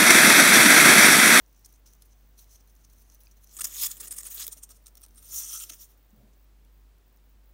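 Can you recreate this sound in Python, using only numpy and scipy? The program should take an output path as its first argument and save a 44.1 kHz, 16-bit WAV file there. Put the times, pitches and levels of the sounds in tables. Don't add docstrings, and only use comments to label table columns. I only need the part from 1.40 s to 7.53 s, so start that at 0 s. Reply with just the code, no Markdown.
import sys
import numpy as np
from scipy import signal
from scipy.fft import rfft, irfft, next_fast_len
from scipy.io import wavfile
from scipy.ndimage import uniform_filter1d

SR = 44100
rng = np.random.default_rng(int(sys.argv[2]) if len(sys.argv) > 2 else 0)


def attenuation_scalar(level_db):
    decades = np.asarray(level_db, float) / 20
    return 10 ** decades


def to_wav(s):
    ch = np.atleast_2d(s).T
    pcm = np.round(np.clip(ch, -1, 1) * 32767)
    wavfile.write(sys.argv[1], SR, pcm.astype(np.int16))


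N = 270333


def causal(hz, db):
    size = 8192
    f = np.maximum(np.arange(size // 2 + 1) * SR / size, 1)
    log_gain = np.interp(np.log(f), np.log(hz), db) * np.log(10) / 20
    cepstrum = irfft(log_gain)
    cepstrum[1:size // 2] *= 2
    cepstrum[size // 2 + 1:] = 0
    return irfft(np.exp(rfft(cepstrum)))


def shaped(x, hz, db):
    return signal.fftconvolve(x, causal(hz, db))[:N]


def walk(rate_hz):
    hold = int(SR / rate_hz)
    steps = np.repeat(rng.standard_normal(N // hold + 1), hold)
    return 1.3 * uniform_filter1d(uniform_filter1d(steps, hold), hold)[:N]


def bump(s, rise_ms, hold_ms, fall_ms):
    rise, hold, fall = np.maximum([rise_ms, hold_ms, fall_ms], 0.1) * SR / 1000
    first = max(int(s * SR - 6 * rise), 0)
    last = min(int(s * SR + hold + 6 * fall), N)
    i = np.arange(first, last)
    u = i - s * SR
    return i, np.exp(np.where(u < 0, u / rise, -np.maximum(u - hold, 0) / fall))


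# hz, density_db_per_hz
ROOM_COLOUR = [(22, -27), (38, -5.5), (76, -10), (242, -14.5), (588, -21), (1000, -23.5), (4900, -32),
               (10000, -35), (14000, -35.5)]


def room():
    hiss = shaped(rng.standard_normal(N), *np.transpose(ROOM_COLOUR))
    low = signal.sosfilt(signal.butter(2, 400, fs=SR, output="sos"), hiss)
    drifting = hiss * attenuation_scalar(0.18 * walk(1.2)) + low * (attenuation_scalar(1.7 * walk(11)) - 1)
    return drifting * attenuation_scalar(-66.5) / np.std(hiss)


# time_s, level_db
FRIDGE_LEVEL = [
    (0.0, -60),
    (0.44, -56.5),
    (3.84, -56),
    (4.71, -58.5),
    (5.46, -53.5),
    (5.62, -59),
    (6.13, -55),
]


def fridge():
    t = np.arange(N) / SR
    turn = 2 * np.pi * 49.5 * t
    level = np.sqrt(2) * attenuation_scalar(np.interp(t, *np.transpose(FRIDGE_LEVEL)))
    return level * (np.sin(turn) + attenuation_scalar(-22.5) * np.sin(2 * turn))


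# first_stroke_s, last_stroke_s
CRICKET_TRILLS = [(.007, 0.034), (0.08, .128), (.162, .228), (.277, .33), (.38, .398), (.511, .565),
                  (.657, .696), (0.759, .86), (.875, .927), (1.062, 1.13), (1.207, 1.26), (1.294, 1.426),
                  (1.477, 1.6), (1.795, 1.88), (1.908, 2.011), (3.428, 3.46), (3.51, 3.56), (3.695, 3.746),
                  (4.578, 4.665), (4.695, 4.797), (4.964, 5.046), (5.327, 5.412), (5.665, 5.697),
                  (5.728, 5.763), (5.843, 5.86), (5.897, 5.929), (6.044, 6.113)]


def cricket():
    stroke_s, stroke_db, chorus_db = 0.0172, -67.5, -85.0
    env = np.full(N, attenuation_scalar(chorus_db))
    for first_s, last_s in CRICKET_TRILLS:
        count = round((last_s - first_s) / stroke_s) + 1
        for s in np.linspace(first_s, last_s, num=count):
            i, stroke = bump(s - 0.002, 1.5, 1.5, 1.8)
            env[i] += attenuation_scalar(stroke_db) * stroke
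    rasp = shaped(rng.standard_normal(N), [10970, 14100, 14790, 16140], [-39.0, -19.5, 1.5, -4.0])
    return env * attenuation_scalar(1.5 * walk(50)) * rasp / np.std(shaped(rasp, *np.transpose(MIC_PORT)))


POSTURE_CHANGE = [
    2.13,
    3.86,
]


def posture_now():
    return np.searchsorted(POSTURE_CHANGE, np.arange(N) / SR)


BOARD_RUMBLE = [
    -68,
    -53.5,
    -56.5,
]
# start_s, level_db, rise_ms, hold_ms, fall_ms
WEIGHT_SHIFTS = [
    (2.6, -69.5, 30, 98, 41),
    (4.74, -70, 22, 130, 60),
]


def board():
    load_ms = 70
    load = np.maximum(uniform_filter1d(sum(slips()), int(load_ms * SR / 1000)), 0)
    env = attenuation_scalar(np.array(BOARD_RUMBLE)[posture_now()]) * load ** 0.19
    for s, db, rise_ms, hold_ms, fall_ms in WEIGHT_SHIFTS:
        i, shift = bump(s, rise_ms, hold_ms, fall_ms)
        env[i] += attenuation_scalar(db) * shift
    rumble = shaped(rng.standard_normal(N), [80, 180, 350, 700, 1100], [-17.5, -5.0, -5.0, -7.5, -29.5])
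    return env * attenuation_scalar(2.9 * walk(40)) * rumble / np.std(rumble)


# start_s, peak_db, pitch_hz, t60_s
PAW_STEPS = [(1.87, -54, 2500, 0.018), (1.87, -47, 4900, 0.0077), (1.87, -57, 6200, .007),
             (3.072, -53, 570, 0.044), (3.083, -51, 430, 0.05), (3.166, -48.5, 614, 0.026),
             (3.166, -38, 240, 0.018), (3.186, -47, 280, 0.034), (4.305, -52.5, 306, 0.054),
             (4.302, -54, 665, 0.032), (4.296, -53, 1440, .025), (4.298, -43.5, 2720, .018),
             (3.1, -47, 1800, .02), (2.98, -26.5, 4000, 0.0066), (2.253, -47, 660, .04),
             (2.244, -34.5, 2110, .024), (4.728, -50, 213, 0.2), (4.765, -53, 124, 0.32),
             (4.828, -50.5, 213, 0.15), (4.875, -53, 260, .06)]


def paws():
    push_cycles = 1.38
    out, t = np.zeros(N + SR), np.arange(SR // 4) / SR
    for s, db, hz, t60_s in PAW_STEPS:
        push = 1 - np.exp(-t * hz / push_cycles)
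        decay = np.exp(-np.log(1000) * t / t60_s)
        start = int(s * SR)
        out[start:start + len(t)] += attenuation_scalar(db) * np.sin(2 * np.pi * hz * t) * decay * push
    return out[:N] * attenuation_scalar(3.47 * walk(200))


# start_s, peak_db, from_hz, to_hz, length_ms
BEND_CREAKS = [
    (2.187, -42, 1150, 1480, 14.8),
    (2.206, -43, 1250, 1620, 8.2),
    (2.208, -41, 2600, 3250, 13),
    (2.211, -48, 3700, 4700, 11),
]


def creaks():
    out = np.zeros(N)
    for s, db, from_hz, to_hz, ms in BEND_CREAKS:
        bend = np.linspace(0, 1, num=int(ms * SR / 1000)) ** 1.62
        hz = from_hz + (to_hz - from_hz) * bend
        tone = np.sqrt(np.hanning(len(hz))) * np.sin(2 * np.pi * np.cumsum(hz) / SR)
        start = int(s * SR)
        out[start:start + len(hz)] += attenuation_scalar(db) * tone
    return out * attenuation_scalar(1.4 * walk(400))


# start_s, level_db, length_ms, fine_crackle_db
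WALL_TICKS = [(.062, -53.5, 1.1, -13), (.079, -64, 1.9, 1), (.129, -62, 2.4, -4), (.551, -57, 1.9, -2),
              (.622, -43, 1.6, -4), (1.043, -52.5, 0.92, -2), (1.352, -57, 1.7, 6), (1.498, -56.5, 3, 1),
              (1.747, -48, 1.3, 11), (1.805, -50, 0.82, 10), (1.835, -50, 0.79, 12), (2.569, -39, 1.1, -3),
              (2.401, -30, .8, -8), (2.558, -48, 1, -8), (2.629, -39.5, 1.1, -4), (2.657, -37, 1.2, -2),
              (2.833, -35.5, 1.1, -9), (2.853, -40, 1.2, -1), (2.931, -44, 1, -3), (2.947, -41, .8, 0),
              (2.973, -42, 1.5, 4.5), (3.067, -31, 1.8, 6.5), (3.291, -47, 2, -4), (3.596, -56, 1, -2),
              (3.603, -57, 1.2, 2), (3.611, -53, 1, -2), (3.618, -46, 0.96, 0), (3.691, -59.5, 1, 5),
              (3.708, -55, 1.1, -9), (3.719, -65.5, 1, 6), (3.79, -50, 1.2, 0), (3.845, -50, 1.2, -4),
              (3.853, -61, 1.5, -4), (4.239, -40, 1, 3), (3.481, -46.5, 1.8, -4), (.26, -43, 1.9, -5),
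              (.535, -47, 1, -3), (2.112, -50, 1.1, -4), (3.5535, -47.5, 1.5, -2), (3.663, -43.5, 1, 0),
              (2.7855, -31.5, 1.02, 0), (3.748, -57, 1.5, 1), (3.758, -51.5, 1.2, -4),
              (4.518, -62, 1.6, -0.5), (4.692, -76, 1, 3), (4.705, -67, 2.7, -9.5), (5.249, -58.5, 1.2, 5),
              (5.583, -63.5, .9, 8), (5.772, -62, 1.8, -2)]
JAW_CLAMPS = [(2.168, -37, 1.2, -7), (2.571, -51, 9, 1), (3.46, -47.5, 0.86, -10), (2.188, -38.5, 10.4, -5),
              (2.208, -32, 10, -4), (2.242, -26.5, 4.9, -6), (2.2515, -28.5, 3.9, -4.5),
              (2.412, -32, 56, 0.5), (2.602, -38.5, 12, -2), (2.672, -41.5, 11, -4), (2.709, -39.5, 12, -5),
              (2.7225, -35.5, 3.5, -1), (2.763, -48, 7.2, 6), (2.852, -46, 32, -5), (3.571, -52, 5, 1),
              (.247, -52.5, 17, -10), (3.822, -59.5, 33, -1)]
FREE_JERKS = [(1.7, -54, 2, -9), (1.878, -60, 2, -2), (2.094, -54, 1, 0), (2.129, -51.5, 1, 2),
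              (2.219, -31.5, 0.72, -4), (3, -39, 6, -2), (3.44, -66, 1, -8), (3.943, -34, 1, -4),
              (4.108, -45, 1, -9), (0.161, -65.5, 50, -19), (.338, -59, 15, -7), (0.46, -55, 35, -6),
              (1.362, -63, 8, -5), (1.5, -62, 17, -8), (1.808, -61, 30, 0), (1.3, -63, 3.2, -8),
              (1.912, -55, 8, -7), (2.137, -57.5, 85, -5), (2.242, -46, 230, -6), (2.269, -40, 10, -1),
              (2.997, -40, 8.2, 0), (4.241, -46, 13, 4), (3.611, -71, 37, 4), (3.684, -58, 2.5, -1),
              (3.905, -60, 49, 2), (3.468, -45, 2.1, -9), (3, -44, 2, -4), (3.578, -48, 1.5, -7),
              (1.275, -57, 2, 3), (2.5, -61, 1.5, 9), (.147, -62, 2, -8), (4.333, -45, 16, -4)]
PRESSURE_SWELLS = [(.535, -61, 8.4, -3), (.731, -66, 16, -16), (1.209, -61, 12, -8), (1.285, -68, 6, -2),
                   (1.45, -55, 7.3, -8), (1.536, -59, 11, -2), (1.62, -62.5, 36, -2), (1.723, -59, 7.9, -6),
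                   (1.745, -63.5, 86, -4), (1.86, -60, 10, -2), (2.043, -56.5, 15, 0.5),
                   (2.125, -59.5, 48, -6), (2.177, -46, 23, -1), (2.22, -32, 3.7, -4), (2.468, -32, 20, 1),
                   (2.507, -47, 11, 5), (2.601, -43, 2.96, 0), (2.746, -46, 19, -3.5), (2.788, -39, 14, -3),
                   (2.806, -42.5, 45, -5), (2.832, -45, 6.9, 1), (2.956, -46, 61, -3),
                   (2.98, -42.5, 16, -9.5), (3.048, -43, 28, 0), (3.09, -54, 41, -1), (3.368, -59, 40, -6),
                   (3.639, -46, 9.1, -7), (3.651, -48, 4.8, -10), (4.238, -39, 26, -10)]
TOOTH_BITES = [(.326, -59, 3.5, 0), (.36, -61, 2.5, -11), (.855, -79, 4, -7), (.979, -57.5, 43, -3),
               (1.156, -55.5, 4.2, -6), (1.97, -68, 12, -1), (2.074, -58.5, 0.7, -5),
               (2.234, -40.5, 3, -2.5), (2.735, -48, 9.7, -5), (2.906, -47, 17, -4), (3.293, -58, 8.5, -7),
               (3.305, -50, 14.3, -9), (3.476, -57, 9.3, -9), (3.985, -41, 42, -7), (4.035, -41.5, 129, -8),
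               (4.2, -45.5, 34, 6), (4.298, -39.5, 4.4, -5), (4.372, -67, 2, 3), (4.933, -73, 8.3, -5)]
BOARD_RUBS = [(3.0797, -28.5, .8, -3), (4.046, -40, 4, -4), (4.002, -38, 6, -5), (.292, -65, 18, -4),
              (.619, -66, 16, -2), (.655, -65, 9.2, 0), (.991, -50, 4.6, -8.5), (1.125, -58.5, 32, -5.5),
              (1.299, -71, 8, -2), (2.4, -35, 60, -1), (2.435, -25.5, 4.4, -1), (2.514, -34, 5, -6),
              (2.843, -46.5, 5.5, -2), (3.126, -43, 9.7, -4.5), (3.235, -46, 6.1, -5),
              (2.641, -41.5, 17, -2.5), (2.866, -40.5, 12.5, -6), (2.804, -47, 4, -6), (4.42, -58, 3.1, 2),
              (3.006, -36.5, 26.5, -4), (3.176, -51.5, 12, -5), (3.78, -53.5, 10, -5),
              (3.962, -36.5, 51, -1.5), (4.135, -37.5, 46, -3.5), (4.321, -45, 7.1, -6.5),
              (4.415, -48, 22, -1.5), (4.5, -64, 28, 1), (4.578, -73, 6.9, -6)]


def slips():
    kinds = [
        (WALL_TICKS, lambda ms: (0.24, 0, ms)),
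        (JAW_CLAMPS, lambda ms: (0.93, ms, 3.2)),
        (FREE_JERKS, lambda ms: (0.93, 0, ms)),
        (PRESSURE_SWELLS, lambda ms: (ms, 0.12 * ms, 0.93 + 0.091 * ms)),
        (TOOTH_BITES, lambda ms: (4.2, ms, 0.93 + 0.41 * ms)),
        (BOARD_RUBS, lambda ms: (ms, 0.47 * ms, ms)),
    ]
    shell, fine = np.zeros(N), np.zeros(N)
    for rows, shape_ms in kinds:
        for s, db, ms, fine_db in rows:
            i, env = bump(s, *shape_ms(ms))
            power = (env * attenuation_scalar(db)) ** 2 / (1 + attenuation_scalar(fine_db) ** 2)
            shell[i] += power
            fine[i] += power * attenuation_scalar(fine_db) ** 2
    return shell, fine


# time_s, pressure_db
BOARD_PRESSURE = [(.3, -8), (1.0, 3), (1.3, -8.5), (2.2, 2.5), (2.36, 12.5), (2.47, 7), (2.66, 7),
                  (2.721, -7.5), (2.87, -1), (3.02, 17), (3.12, 0), (3.3, -1), (3.8, 4), (3.93, -6.5),
                  (4.2, -3), (4.3, 10), (4.37, 5), (4.55, 10)]
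# faint rubbing between slips, level_db
REST_RUB = [
    -79,
    -77,
    -110,
]
# table-contact ring, level_db
CONTACT_RING = [
    -20,
    -17,
    -21,
]
# body ring, level_db
BODY_RING = [
    -12,
    -14.5,
    -16.5,
]
# upper over lower shell, ratio_db
UPPER_SHELL = [
    -11,
    -0.5,
    -5.5,
]


def force():
    posture = posture_now()
    rest = attenuation_scalar(np.array(REST_RUB)[posture] + 3.7 * walk(30))
    shell, fine = slips()
    shell = shell + rest ** 2
    fine = fine + (attenuation_scalar(-6.0) * rest) ** 2
    total = np.sqrt(shell + fine)
    press_db = np.interp(np.arange(N) / SR, *np.transpose(BOARD_PRESSURE))
    ring = total * attenuation_scalar(np.array(CONTACT_RING)[posture] + 0.076 * press_db)
    body = total * attenuation_scalar(np.array(BODY_RING)[posture] + 0.42 * press_db)
    upper = attenuation_scalar(np.array(UPPER_SHELL)[posture] - 0.28 * press_db)
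    lower = np.sqrt(shell / (1 + upper ** 2))
    return ring, body, lower, lower * upper, np.sqrt(fine)


def cracks(per_second, spread_db):
    hit = rng.random(N) < per_second / SR
    size_db = spread_db * np.minimum(rng.exponential(size=N), 3)
    x = hit * rng.standard_normal(N) * attenuation_scalar(size_db)
    return x / np.std(x)


def face_response(colour, rings):
    grain_db = 1.8
    hz = np.geomspace(200, 20000, num=500)
    colour_hz, colour_db = np.transpose(colour)
    db = np.interp(np.log(hz), np.log(colour_hz), colour_db)
    db = db + grain_db * np.minimum(hz / 4500, 1) * rng.standard_normal(len(hz))
    for ring_hz, width_hz, ring_db in rings:
        db = db + ring_db / (1 + (2 * (hz - ring_hz) / width_hz) ** 2)
    return causal(hz, db)


FACE_FLIPS = [
    2.13,
    3.1,
]
# hz, density_db_per_hz
NIBBLE_FACE = [(410, -73), (700, -7), (2580, -18.5), (3910, -15.5), (4180, -10), (4700, -18), (6020, -5.5),
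               (7510, -15), (8670, -4), (11900, -9), (15800, -9)]
TURN_FACE = [(500, -56), (850, -15.5), (2400, -15.5), (2620, -15), (4540, -12.5), (5190, -5.5), (5800, -3),
             (7140, -3.5), (10400, 0), (15800, -3)]
DRAG_FACE = [(410, -78), (700, -25), (1310, -34.5), (2350, -31.5), (3300, -15.5), (4640, -17), (5940, -4),
             (7810, -9), (9020, 5.5), (10700, -5), (15800, -5)]
# pitch_hz, width_hz, lift_db
NIBBLE_MODES = [(4200, 67, 1.5), (6000, 860, 3.1), (8600, 180, 2.7), (9700, 330, 2.5)]
TURN_MODES = [(1197, 99, 5.5), (1849, 190, 6.4), (3430, 460, 2.6), (5200, 300, 2.15), (6900, 480, 7.3),
              (9200, 810, -0.5)]
DRAG_MODES = [(1304, 220, 13), (2870, 2100, 5), (4470, 1600, 3), (5660, 650, 3), (7100, 320, 4.5),
              (9260, 930, -4)]


def chunk():
    size = next_fast_len(N + SR // 10)
    f = np.arange(size // 2 + 1) * SR / size
    centres_hz = np.array([1000, 1400, 2000, 3000, 4000, 5300, 6300, 7400, 8700, 10500, 12300, 14500])
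    region = np.searchsorted([2500, 4800, 7900, 10000], centres_hz)
    onset = np.clip((f - 700) / 350, 0, 1)
    share = [np.interp(f, centres_hz, row) * onset for row in np.eye(len(centres_hz))]
    drive = force()
    excite = cracks(20000, spread_db=0.86) * attenuation_scalar(0.49 * walk(220))
    groups = [drive[r] * excite * attenuation_scalar(1.1 * walk(40) + 2.2 * walk(160)) for r in region]
    face = np.searchsorted(FACE_FLIPS, np.arange(N) / SR)
    faces = [(NIBBLE_FACE, NIBBLE_MODES), (TURN_FACE, TURN_MODES), (DRAG_FACE, DRAG_MODES)]
    out = 0
    for k, (colour, rings) in enumerate(faces):
        response = rfft(face_response(colour, rings), size)
        for r in range(len(drive)):
            members = np.nonzero(region == r)[0]
            whole = response * sum(share[m] for m in members) * (f < 14300)
            unit = response / np.sqrt(np.mean(np.abs(whole) ** 2))
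            out = out + unit * sum(share[m] * rfft(groups[m] * (face == k), size) for m in members)
    return irfft(out, size)[:N]


# start_s, length_ms, pitch_hz, width_hz, gain_db
TOOTH_PATCHES = [(2.16, 25, 2200, 2500, -2.5), (.24, 30, 1300, 1000, -11), (2.205, 20, 3800, 700, -5),
                 (2.238, 16, 5840, 900, 6.5), (2.238, 17, 3300, 1500, -3), (2.27, 140, 6500, 600, 1.5),
                 (2.29, 170, 1700, 1308, -3), (2.32, 130, 3600, 600, 1.5), (2.42, 33, 5100, 500, 8),
                 (2.44, 21, 7300, 600, 8), (2.46, 18, 2980, 2500, 1.5), (2.505, 16, 7250, 500, 5),
                 (2.505, 16, 2280, 2200, -6), (2.597, 19, 9800, 1200, 5.5), (2.597, 26, 3000, 1800, -9),
                 (3.1, 55, 5600, 1500, -1.5), (2.635, 43, 3800, 1500, -2), (2.67, 18, 9700, 600, 4.5),
                 (2.705, 23, 9600, 1400, 7), (2.76, 40, 9200, 1200, 5.5), (2.775, 25, 5200, 400, 6),
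                 (3.6, 200, 6900, 1200, -7), (2.85, 23, 9500, 1000, 6.5), (2.851, 30, 7060, 1500, -5),
                 (2.9, 40, 8900, 1000, 6.5), (2.99, 12, 7200, 900, 3), (3.015, 25, 5470, 1500, 3),
                 (2.9, 75, 14500, 2500, 9), (3.115, 23, 8450, 1600, 8.5), (3.45, 45, 4000, 800, 3.5),
                 (3.625, 32, 5600, 400, 1), (3.76, 99, 9300, 1200, 5), (3.91, 83, 6700, 1200, 8),
                 (3.91, 73, 8600, 1500, -1), (4.16, 290, 7260, 1200, 0.5), (4.19, 35, 8540, 600, 5.5),
                 (4.2, 42, 2700, 500, 9), (4.292, 14, 8400, 700, 5), (4.255, 120, 1800, 1500, 8),
                 (4.41, 32, 14800, 1500, 5)]
# start_s, length_ms, pitch_hz, width_hz, gain_db
MORE_PATCHES = [(.95, 240, 4540, 1500, -1), (2.28, 120, 4700, 900, -3.5), (2.29, 45, 10000, 4000, -4),
                (2.34, 82, 6600, 700, 5), (2.375, 45, 1690, 1500, -5), (2.455, 19, 1400, 1200, -7.5),
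                (2.43, 11, 5100, 400, 3.5), (2.62, 17, 2400, 1800, 7), (2.77, 70, 4200, 1100, -2.5),
                (2.95, 30, 7000, 600, -4.5), (3.0, 22, 7000, 600, -10), (3.04, 25, 3000, 3000, -0.5),
                (3.215, 62, 7860, 2500, 8), (3.47, 22, 5650, 350, -1), (3.57, 12, 5650, 400, 6),
                (3.615, 30, 9000, 1800, 1), (3.9, 340, 5130, 450, -4.5), (3.95, 230, 5900, 350, 4),
                (4.02, 160, 3200, 350, 5.5), (4.04, 200, 4130, 700, -2), (3.95, 60, 1990, 700, -4),
                (4.0, 50, 1300, 300, -2), (4.12, 88, 1330, 250, 5), (4.0, 260, 15000, 2000, -2.5),
                (4.315, 42, 3560, 2000, -11), (4.39, 39, 5700, 600, 4)]


def patches(x):
    fade_ms = 2
    out = x.copy()
    for s, ms, hz, width_hz, db in list(TOOTH_PATCHES) + list(MORE_PATCHES):
        i, grip = bump(s, fade_ms, ms, fade_ms)
        band = signal.lfilter(*signal.iirpeak(hz, hz / width_hz, fs=SR), x[i])
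        out[i] += (attenuation_scalar(db) - 1) * grip * band
    return out


def table_echo(x, wet_db, t60_s):
    t = np.arange(int(0.25 * SR)) / SR
    tail = rng.standard_normal(len(t)) * np.exp(-np.log(1000) * t / t60_s) * (t > 0.002)
    tail = tail / np.sqrt(np.sum(tail ** 2))
    return x + attenuation_scalar(wet_db) * signal.fftconvolve(x, tail)[:N]


def scene():
    food = attenuation_scalar(-1.5) * patches(chunk()) + creaks()
    mono = room() + fridge() + cricket() + board() + paws()
    mono = mono + table_echo(food, wet_db=-22.0, t60_s=0.18)
    return np.array([mono, mono])


def band_limit(x):
    return signal.sosfilt(signal.butter(12, 16000, fs=SR, output="sos"), x)


# hz, gain_db
MIC_PORT = [(9600, -1), (10400, -3), (11300, -0.5), (15780, 4.5), (15900, -63)]


def record(dry):
    heard = np.array([shaped(x, *np.transpose(MIC_PORT)) for x in dry])
    return band_limit(heard)


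dry = scene()
out = record(dry)
to_wav(out)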